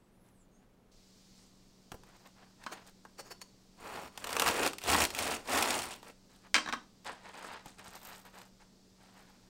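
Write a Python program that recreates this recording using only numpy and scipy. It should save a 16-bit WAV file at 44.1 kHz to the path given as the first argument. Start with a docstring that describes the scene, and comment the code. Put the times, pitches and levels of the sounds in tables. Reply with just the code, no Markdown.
"""Cutting a crisp flat loaf

A serrated knife saws through a crisp flat loaf on a wooden board, close to the microphone.
A hand settles on the bread, the teeth scuff and bite, and the crust crackles through a few strokes: random
fractures ring as flakes, loaf and blade. The knife clatters down as struck modes and the halves rustle as they
are picked up, in crackle shaped by hand. A small kitchen answers with a noise tail, over a faint hum and hiss."""
import sys
import numpy as np
from scipy import signal
from scipy.fft import rfft, irfft, next_fast_len
from scipy.io import wavfile
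from scipy.ndimage import map_coordinates

SR = 44100
rng = np.random.default_rng(int(sys.argv[2]) if len(sys.argv) > 2 else 0)


def generate_wav(signal):
    """Clip the signal to [-1, 1] and save it as 16-bit WAV at the path in sys.argv[1]."""
    frames = np.transpose(np.atleast_2d(signal))
    scaled = np.clip(frames, -1, 1) * 32767
    pcm = np.round(scaled).astype(np.int16)
    wavfile.write(sys.argv[1], SR, pcm)


N = 418490

# All spectra and resonance tables give relative levels; the sound they colour is levelled afterwards.
# Rumble of the wooden board. Each row: frequency in Hz, density in dB per Hz.
BOARD_SPECTRUM = [(20, -19.5), (45, -14), (78, -2), (110, -10.5), (200, -11), (500, -38), (2000, -82)]
# Sharp crack of breaking crust. Each row: frequency in Hz, density in dB per Hz.
CRACK_SPECTRUM = [(200, -32.5), (1000, -9.5), (2400, 5.5), (4000, 2), (6500, -1), (9000, -1.5),
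                  (10800, -9.5), (13000, -5), (16000, -15)]
# Resonances of the serrated blade. Each row: frequency in Hz, width in Hz, strength in dB.
TEETH_MODES = [(4456, 120, 3), (5430, 79, -8), (6760, 170, -1), (9020, 320, -2), (12300, 350, -7)]


def amp(db):
    """Decibels to gain."""
    return 10 ** (np.asarray(db) / 20)


def unit(x):
    """x at rms 1."""
    return x / np.sqrt(np.mean(x ** 2) + 1e-20)


def seconds(size):
    """A time axis of this many samples."""
    return np.arange(size) / SR


def along(points, hz):
    """Read (Hz, value) points on a log frequency axis."""
    f, v = np.transpose(points)
    return np.interp(np.log(hz + 1), np.log(f + 1), v)


def wobble(rate):
    """A smooth random curve, rate knots a second."""
    knots = rng.standard_normal(int(N * rate / SR) + 4)
    return map_coordinates(knots, [seconds(N) * rate])


def add(track, s, sound):
    """Mix a sound into the track at s seconds."""
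    part = track[round(s * SR):][:len(sound)]
    part += sound[:len(part)]


def colour(x, spectrum, size=8192):
    """x through the causal minimum-phase filter with this spectrum."""
    cepstrum = irfft(np.log(amp(along(spectrum, np.fft.rfftfreq(size, 1 / SR)))))
    # folding the cepstrum forward in time makes the filter causal
    cepstrum[1:size // 2] *= 2
    cepstrum[size // 2 + 1:] = 0
    impulse = irfft(np.exp(rfft(cepstrum)))
    return signal.fftconvolve(x, impulse)[:len(x)]


def noise(spectrum):
    """Coloured noise of rms 1."""
    return unit(colour(rng.standard_normal(N), spectrum))


def opening(hit):
    """A hit at rms 1 over its first 4 ms."""
    return hit / np.sqrt(np.mean(hit[:SR // 250] ** 2))


def scatter(scatter_db, t60):
    """An impulse and its dense reflections from hand, board and loaf, down 60 dB after t60 seconds."""
    t = seconds(SR // 3)
    tail = rng.standard_normal(len(t)) * amp(-60 * t / t60)
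    return (t == 0) + amp(scatter_db) * tail / np.linalg.norm(tail)


def blow(spectrum, scatter_db, t60):
    """One short hit with this colour."""
    return opening(colour(scatter(scatter_db, t60), spectrum))


def ringing(modes, vary_db):
    """Damped modes, each at a new strength and sign; a wider mode dies sooner."""
    t = seconds(SR // 3)
    total = 0
    for hz, width, db in modes:
        strength = amp(db + vary_db * rng.normal()) * rng.choice([-1, 1])
        total = total + strength * np.exp(-np.pi * width * t) * np.sin(2 * np.pi * hz * t)
    return total


def fractures(rate, spread_db):
    """Random impulses, rate a second: many small ones, a few large."""
    size = amp(spread_db * np.minimum(rng.exponential(size=N), np.pi))
    breaks = rng.random(N) < rate / SR
    return unit(breaks * size * rng.choice([-1, 1], N) / np.sqrt(rate))


def crackle(rate, spread_db, count=12):
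    """Flakes of many sizes break; each rings for a cycle at its own pitch and scatters along its own paths."""
    t = seconds(SR // 100)
    flakes = 0
    for hz in np.geomspace(1200, 14000, count):
        cycle = np.cos(2 * np.pi * hz * t) * np.exp(-t * hz)
        ring = signal.fftconvolve(cycle, scatter(2, t60=.025))[:SR // 30]
        flakes = flakes + signal.oaconvolve(fractures(rate / count, spread_db), ring * hz)[:N]
    return unit(flakes)


def swept(x, centre_hz, boost_db, octaves):
    """x through a broad resonance whose centre moves, one value per sample."""
    hz, t, z = signal.stft(x, SR, nperseg=1024)
    away = np.log2((hz[:, None] + 1) / np.interp(t, seconds(N), centre_hz)) / octaves
    boosted = z * amp(boost_db * np.exp(-away ** 2))
    return unit(signal.istft(boosted, SR, nperseg=1024)[1][:N])


def swell(start, rise, hold, fall, db, change_db):
    """The gain of one movement: it gathers force, holds while drifting by change_db, and dies away."""
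    depth_db, rise_curve, fall_curve = 34.5, 1.9, 1.12  # the rise flattens, the fall steepens
    t = seconds(N) - start
    rising = np.maximum(1 - t / rise, 0) ** rise_curve
    falling = (np.maximum(t - rise - hold, 0) / fall) ** fall_curve
    held_db = db + change_db * np.clip((t - rise) / hold, 0, 1)
    return amp(np.maximum(held_db - depth_db * (rising + falling), -200))


def background():
    """An appliance hums in the low murk of the room, under a thin hiss."""
    # Each row: time in seconds, hiss level in dB rms.
    hiss_level = [(.912, -96), (.918, -68), (1.4, -65.5), (1.55, -70), (8.7, -71.5), (9.1, -70)]
    # Each row: frequency in Hz, density in dB per Hz; first the hiss, then the murk.
    hiss_spectrum = [(700, -48.5), (2000, -11.5), (2900, -9), (4700, -1), (8000, -8), (10500, -19.5),
                     (16000, -20.5)]
    murk_spectrum = [(10, -8.5), (26, 3), (40, -8), (85, -13), (125, -6.5), (155, -12), (230, -6.5),
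                     (290, -12), (380, -12.5), (550, -16.5), (1100, -23.5), (2200, -30.5), (3500, -33.5),
                     (16000, -43.5)]
    # Each row: hum frequency in Hz, mean level in dB rms after the first second.
    hum_tones = [(119, -79), (188.4, -68), (280, -81.5)]
    t = seconds(N)
    hiss_gain = amp(np.interp(t, *np.transpose(hiss_level)))
    hum_gain = amp(-4.5 * (t < 1))  # the hum is weaker in the first second
    hum = 0
    for hz, db in hum_tones:
        phase = 2 * np.pi * hz * t + 0.375 * wobble(2)
        hum = hum + amp(db + wobble(4)) * np.sqrt(2) * np.sin(phase)
    return hum_gain * hum + amp(-65.0) * noise(murk_spectrum) + hiss_gain * noise(hiss_spectrum)


def kitchen(x):
    """The room's tail: noise that dies away at its own pace in each band, builds up in a few ms."""
    # Each row: frequency in Hz, time to fall by 60 dB in seconds.
    decay_times = [(150, 0.6), (600, 0.31), (2000, 0.24), (6000, 0.32), (15000, 0.14)]
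    hz, t, z = signal.stft(rng.standard_normal(SR // 2), SR, nperseg=256)
    fading = z * amp(-60 * t / along(decay_times, hz)[:, None])
    tail = signal.istft(fading, SR, nperseg=256)[1]
    tail = tail * (1 - np.exp(-seconds(len(tail)) / 0.0029))
    return signal.fftconvolve(x, tail / np.linalg.norm(tail))[:N]


def squeak():
    """A barely audible wet squeak near the start: an unsteady gliding tone and one a fourth above."""
    # Each row: time in seconds, mean pitch in Hz, mean peak level of the lower tone in dB.
    glide = [(.1, 8000, -85), (.22, 11000, -76), (.31, 11100, -78), (0.361, 8400, -76), (.43, 7200, -73.5),
             (.48, 7000, -99), (0.552, 6400, -72), (.63, 7000, -83)]
    times, pitches, levels = np.transpose(glide)
    hz = np.interp(seconds(N), times, pitches, right=-200)  # silent by then
    db = np.interp(seconds(N), times, levels, right=-200)
    phase = 2 * np.pi * np.cumsum(hz * (1 + .035 * wobble(1800))) / SR
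    overtone = np.sin(phase * 4 / 3)
    return amp(db + 2.9 * wobble(60)) * (np.sin(phase) + amp(-7) * overtone)


def bumps():
    """The soft loaf meets the board with a low thud."""
    # Each row: time in seconds, level over the first 4 ms in dB rms.
    bump_events = [(1.918, -44.5), (1.942, -43.5), (7.659, -46.5), (7.882, -52)]
    # Each row: frequency in Hz, density in dB per Hz.
    thud_spectrum = [(25, -17), (90, -19.5), (200, -20.5), (400, -20.5), (900, -27), (4000, -48.5)]
    out = np.zeros(N)
    for s, db in bump_events:
        add(out, s, amp(db) * blow(thud_spectrum, scatter_db=13.5, t60=0.046))
    return out


def handling():
    """Skin and board rub on the dry crust, loose flakes crinkle, and the finest of them fizz."""
    # Soft rubs, mostly of hands on the bread. Each row: start, rise, hold and fall in seconds, rub level in dB,
    # change over the hold in dB, rustle relative to the rub in dB, fizz relative to the rustle in dB;
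    # the levels stand before the layer gains below.
    rub_events = [(.22, 0.047, 0.022, 0.055, -71.5, -1, -2, -3), (0.603, .025, .01, .06, -72, -2, -16, -5),
                  (1.332, .06, 0.046, 0.17, -73.5, -4.5, 6, -12),
                  (2.029, 0.053, 0.16, 0.23, -64, -7.5, -8, 0),
                  (2.245, 0.022, 0.0066, 0.035, -56, -1.5, -7, 6),
                  (2.32, .08, 0.037, 0.21, -63, -1, -20, -19), (2.563, 0.068, .01, 0.059, -60, 4, -14, -8),
                  (2.713, 0.019, 0.069, .09, -50.5, -8, -16, -1),
                  (2.826, 0.038, 0.027, 0.033, -63, 3, -0.5, 0),
                  (6.286, 0.015, 0.095, 0.18, -67, -4.5, -0.5, -4),
                  (6.415, 0.041, 0.012, 0.034, -59, 1.5, -17, -4.5),
                  (7.04, 0.03, 0.022, 0.14, -43, 0, -12.5, -14),
                  (7.176, 0.1, 0.016, 0.051, -50.5, 4, -11.5, -10),
                  (7.294, 0.081, 0.18, 0.13, -50.5, 3.5, -10.5, -5),
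                  (7.646, 0.016, 0.066, 0.072, -58, -8, 0, -6),
                  (7.766, 0.027, .02, .07, -53, -1.5, -7, -15),
                  (7.815, 0.057, 0.015, 0.067, -53.5, -0.5, -3, 0),
                  (7.894, 0.053, .015, 0.047, -51, 1.5, -5.5, 2),
                  (7.947, 0.13, 0.058, 0.17, -52.5, 1.5, -3.5, 4),
                  (8.238, 0.02, 0.024, .08, -55, -4.5, -8.5, 2),
                  (8.316, 0.031, 0.11, 0.059, -57, -4.5, -5.5, 1), (8.575, .04, .01, 0.06, -65, 2, -8, -8),
                  (8.947, 0.072, 0.038, 0.21, -64.5, 1, -7, -4),
                  (9.1, 0.077, 0.023, 0.63, -61, -1, -10.5, 1)]
    # Each row: frequency in Hz, density in dB per Hz; the dull rub, the rustling flakes, the finest fizz.
    rub_spectrum = [(120, -25.5), (200, -9.5), (357, -10), (419, -8), (892, -0.5), (1090, -4.5),
                    (1680, -5.5), (2200, -9), (5000, -19), (6500, -39.5), (11000, -120)]
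    rustle_spectrum = [(1000, -31), (3000, -2), (4500, -1), (6000, -2.5), (9000, -1.5), (11000, -13.5),
                       (13500, -18), (16000, -28)]
    powder_spectrum = [(6000, -43), (10500, -15), (13500, 2), (15000, -4), (16000, -9.5)]
    rub = crisp = fine = 0
    for *movement, rustle_db, fizz_db in rub_events:
        force = swell(*movement)
        rub = rub + force
        crisp = crisp + force * amp(rustle_db)
        fine = fine + force * amp(rustle_db + fizz_db)
    grip = amp(1.55 * wobble(55))
    body = unit(colour(fractures(rate=1500, spread_db=1.0) * grip, rub_spectrum))
    flakes = crackle(1100, spread_db=5.5) * grip
    body = body + amp(-24.5) * noise(BOARD_SPECTRUM)  # the board rumbles under the hand
    rustle = unit(colour(flakes, rustle_spectrum))
    fizz = unit(colour(flakes, powder_spectrum))
    return rub * body + amp(-0.5) * crisp * rustle + amp(-8) * fine * fizz


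def knife_down():
    """Every contact knocks the wood; where the steel touches, the blade clinks as well."""
    # The knife taps the board, later lands and rocks on it. Each row: time in seconds, knock in dB,
    # steel relative to the knock in dB; both before the gains of their parts.
    contacts = [(2.664, -35, -8), (6.5434, -26, 7), (6.553, -25, 2.5), (6.5634, -24, -4), (6.5812, -27, -7),
                (6.661, -36, -12), (6.6752, -35, -16), (6.6879, -32.5, -10), (6.694, -36.5, -12),
                (6.7258, -28, -6), (6.7356, -28, -14.5)]
    # Each row: frequency in Hz, density in dB per Hz; the knock on wood, then the steel edge.
    knock_spectrum = [(25, -46.5), (110, -35), (220, -6), (320, -5), (450, -12), (700, 1.5), (1100, 5.5),
                      (1650, 7), (2400, -13), (4000, -12.5), (9000, -32)]
    edge_spectrum = [(1000, -42), (2200, 11.5), (3200, -0.5), (5200, -0.5), (7000, -6), (9000, -8.5),
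                     (11000, -28), (16000, -31)]
    # Each row: frequency in Hz, width in Hz, strength in dB; modes of the wood, then of the blade.
    wood_modes = [(226, 19, -10), (309, 19, -14), (514, 23, -17.5), (824, 160, -18.5), (1092, 46, -0.5),
                  (1560, 120, 1), (1695, 80, 2), (3870, 130, -0.5), (5850, 99, -10.5)]
    blade_modes = [(2030, 450, -0.5), (3150, 36.4, 16), (4150, 16, -10.5), (4420, 41, -17), (5500, 20, -26),
                   (5070, 160, 7.5), (7700, 45, -14)]
    out = np.zeros(N)
    for s, db, steel_db in contacts:
        knock = amp(-4) * blow(knock_spectrum, scatter_db=7, t60=.05)
        knock = knock + amp(-4.5) * opening(ringing(wood_modes, vary_db=2))
        clink = amp(-.5) * blow(edge_spectrum, scatter_db=6, t60=.05)
        clink = clink + amp(-10) * opening(ringing(blade_modes, vary_db=3))
        add(out, s, amp(db) * knock)
        add(out, s, amp(db + steel_db) * clink)
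    return amp(-0.5) * out


def scuffs():
    """The blade brushes the crust while it looks for its place; its teeth ring when they slip free."""
    # Each row: middle in seconds, level of the rub at its peak in dB, half length in seconds,
    # ring of the blade relative to the crust in dB.
    scuff_events = [(2.695, -61, 0.016, -20), (2.729, -42, 0.0083, -10.5), (3.199, -44, 0.0093, -4.5),
                    (3.269, -57, 0.017, -7), (3.317, -46, 0.0085, -3.5), (3.42, -58.5, 0.0052, 11)]
    # Each row: frequency in Hz, density in dB per Hz.
    scuff_spectrum = [(100, -28), (330, 6), (1200, 3), (2200, -1.5), (3300, -8), (4500, -13.5), (5300, -5),
                      (9000, -11.5), (11000, -20.5), (16000, -16)]
    out = np.zeros(N)
    t = seconds(SR // 5)
    for s, db, half, ring_db in scuff_events:
        bell = np.exp(-.5 * (t / half - np.pi) ** 2)  # peaks pi half lengths in
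        rub = amp(db) * bell * rng.standard_normal(len(t))
        crust = colour(rub, scuff_spectrum)
        steel = signal.fftconvolve(rub, ringing(TEETH_MODES, vary_db=0))[:len(t)]
        level = np.sqrt(np.mean(rub ** 2))
        add(out, s - np.pi * half, level * (unit(crust) + amp(ring_db) * unit(steel)))
    return out


def snaps():
    """A larger piece of crust gives way: a sharp crack and the duller answer of the loaf.

    The dull row at 3.051 s is made the same way but is the blade knocking on the board."""
    # Each row: time in seconds, crack in dB, body relative to the crack in dB; before the trims below.
    snap_events = [(1.9183, -46.5, 5.5), (2.0353, -60.5, 7.5), (2.6385, -51.5, -1), (3.051, -60.5, 15.5),
                   (3.416, -46.5, -7), (4.176, -40.5, 0), (4.2427, -37, 0.5), (4.271, -40, 2),
                   (4.2926, -41, 0), (4.3063, -41, 1), (4.3292, -34.5, -2), (4.3667, -30.5, 5.5),
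                   (4.3975, -25, -2), (4.4205, -26.5, 2.5), (4.4618, -35.5, 5), (4.4711, -34.5, 8),
                   (4.4789, -29, 3.5), (4.4878, -29.5, 0.5), (4.6324, -32.5, 2.5), (4.6633, -29.5, 1),
                   (4.6759, -31.5, -6), (4.7333, -41, 1), (4.7838, -40, -11), (4.817, -46.5, -3),
                   (4.8384, -39, -3), (4.9464, -32.5, 10.5), (5.0052, -30.5, -8), (5.0392, -29, -18),
                   (5.0513, -27.5, -28), (5.1043, -39, -3), (5.149, -36, -15), (5.189, -29.5, -24),
                   (5.575, -32, -2), (5.625, -25.5, -24), (5.7059, -30, -7), (5.7905, -35.5, -14),
                   (5.8394, -45, -4), (6.0296, -53.5, 8), (7.0476, -54, -9), (7.0941, -55.5, 18),
                   (7.4452, -55, 15), (7.659, -53, -19), (7.7936, -53, -9), (8.4162, -53, 2)]
    # The loaf's answer. Each row: frequency in Hz, density in dB per Hz.
    chip_spectrum = [(60, -21), (250, 7), (600, 9.5), (1000, 14.5), (1900, 7), (3000, -45), (8000, -115)]
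    out = np.zeros(N)
    for s, db, body_db in snap_events:
        crack = blow(CRACK_SPECTRUM, scatter_db=3.5, t60=.03)
        body = blow(chip_spectrum, scatter_db=6, t60=.04)
        add(out, s, amp(db + 0.5) * crack + amp(db + body_db - 3.0) * body)
    return out


def sawing():
    """Teeth catch and slip: the loaf rasps, crust flakes break, the blade sings, the board rumbles under the push."""
    # Saw strokes. Each row: start, rise, hold and fall in seconds, rasp in dB, change over the hold in dB,
    # crust and board relative to the rasp in dB, ring of the cut in Hz before it wanders;
    # the levels stand before the layer gains below.
    strokes = [(3.746, 0.12, 0.1, 0.077, -45.5, -5.5, -14.5, -15, 824),
               (3.881, 0.079, 0.12, 0.017, -45.5, -2.5, -12, -14.5, 780),
               (4.10, 0.35, 0.019, .10, -36, 7.5, -7.5, -15.5, 1050),
               (4.45, .08, 0.13, 0.08, -37, 7.5, -9.5, -20.5, 400),
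               (4.803, 0.12, 0.11, 0.067, -30, -2, -3.5, -10, 860),
               (5.062, 0.17, 0.094, 0.14, -36, 0, -6.5, -14.5, 646),
               (5.44, 0.1, 0.21, 0.12, -29, -7.5, -7, -22.5, 804),
               (5.699, 0.074, 0.16, 0.11, -42.5, -6.5, -3, -11.5, 830),
               (6.001, 0.081, 0.02, 0.035, -50.5, -0.5, -11.5, -19, 596)]
    # Hollow of loaf and board. Each row: frequency in Hz, width in Hz, mean strength in dB.
    hollow_modes = [(400, 77, -6.5), (864, 210, -24), (1332, 4.7, 9.5), (1627, 150, 4.5), (2518, 120, 0.5),
                    (2570, 19, -29)]
    # Each row: frequency in Hz, density in dB per Hz; the rasping loaf, then the breaking crust.
    loaf_spectrum = [(60, -21), (140, -25.5), (220, -1.5), (280, -1), (420, -1.5), (850, -1), (1300, -2.5),
                     (2400, -9), (4000, -21), (9000, -27.5)]
    crust_spectrum = [(200, -40.5), (900, -10.5), (2500, 1.5), (4000, -3.5), (5200, -4.5), (6800, -7),
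                      (8800, -4), (10800, -14), (13000, -16), (16000, -12.5)]
    rasp = crisp = push = ring = 0
    for *movement, crust_db, board_db, ring_hz in strokes:
        force = swell(*movement)
        rasp = rasp + force
        crisp = crisp + force * amp(crust_db)
        push = push + force * amp(board_db)
        ring = ring + force * ring_hz
    # the ring of the cut shifts as the teeth move on, by about 0.05 octaves
    cut_hz = ring / rasp * 2 ** (0.05 * wobble(12))
    # the teeth catch fast, the arm pushes unevenly; this drives loaf and crust together
    catch = amp(0.26 * wobble(90) + 0.6 * wobble(25))
    slips = fractures(rate=3000, spread_db=4.5) * catch

    cavity = unit(signal.oaconvolve(slips, ringing(hollow_modes, vary_db=-11.0))[:N])
    loaf = unit(colour(slips, loaf_spectrum)) + amp(-13.5) * cavity
    loaf = swept(loaf, cut_hz, boost_db=3.2, octaves=0.417)

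    rate = 1100 + 2200 * crisp / crisp.max()  # a harder stroke breaks more flakes
    flakes = crackle(rate, spread_db=5.5)
    splinters = fractures(rate=100, spread_db=1)  # smaller cracks under a stroke
    cracks = signal.oaconvolve(splinters, scatter(scatter_db=3.0, t60=0.023))[:N]
    crust = unit(colour(flakes * catch, crust_spectrum)) + amp(-12) * unit(colour(cracks, CRACK_SPECTRUM))

    blade = unit(signal.oaconvolve(slips, ringing(TEETH_MODES, vary_db=2.5))[:N])
    singing = amp(-36) * rasp ** 0.6 * blade  # gains 0.6 dB per dB of rasp
    rumble = amp(-3.5) * push * noise(BOARD_SPECTRUM)
    return amp(-1.5) * rasp * loaf + amp(2.0) * crisp * crust + singing + rumble


def scene():
    """Bread and knife close by, the room around them."""
    bread = sawing() + snaps() + scuffs() + handling() + bumps()
    knife = knife_down()
    room = kitchen(amp(-13) * bread + amp(-10) * knife)
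    return (bread + knife + room + squeak() + background())[None]


def record(dry):
    """The recorder keeps nothing above its band limit of 15820 Hz."""
    size = next_fast_len(N + SR // 2)
    kept = np.fft.rfftfreq(size, 1 / SR) < 15820
    return irfft(rfft(dry, size) * kept, size)[:, :N]


dry = scene()
out = record(dry)
generate_wav(out)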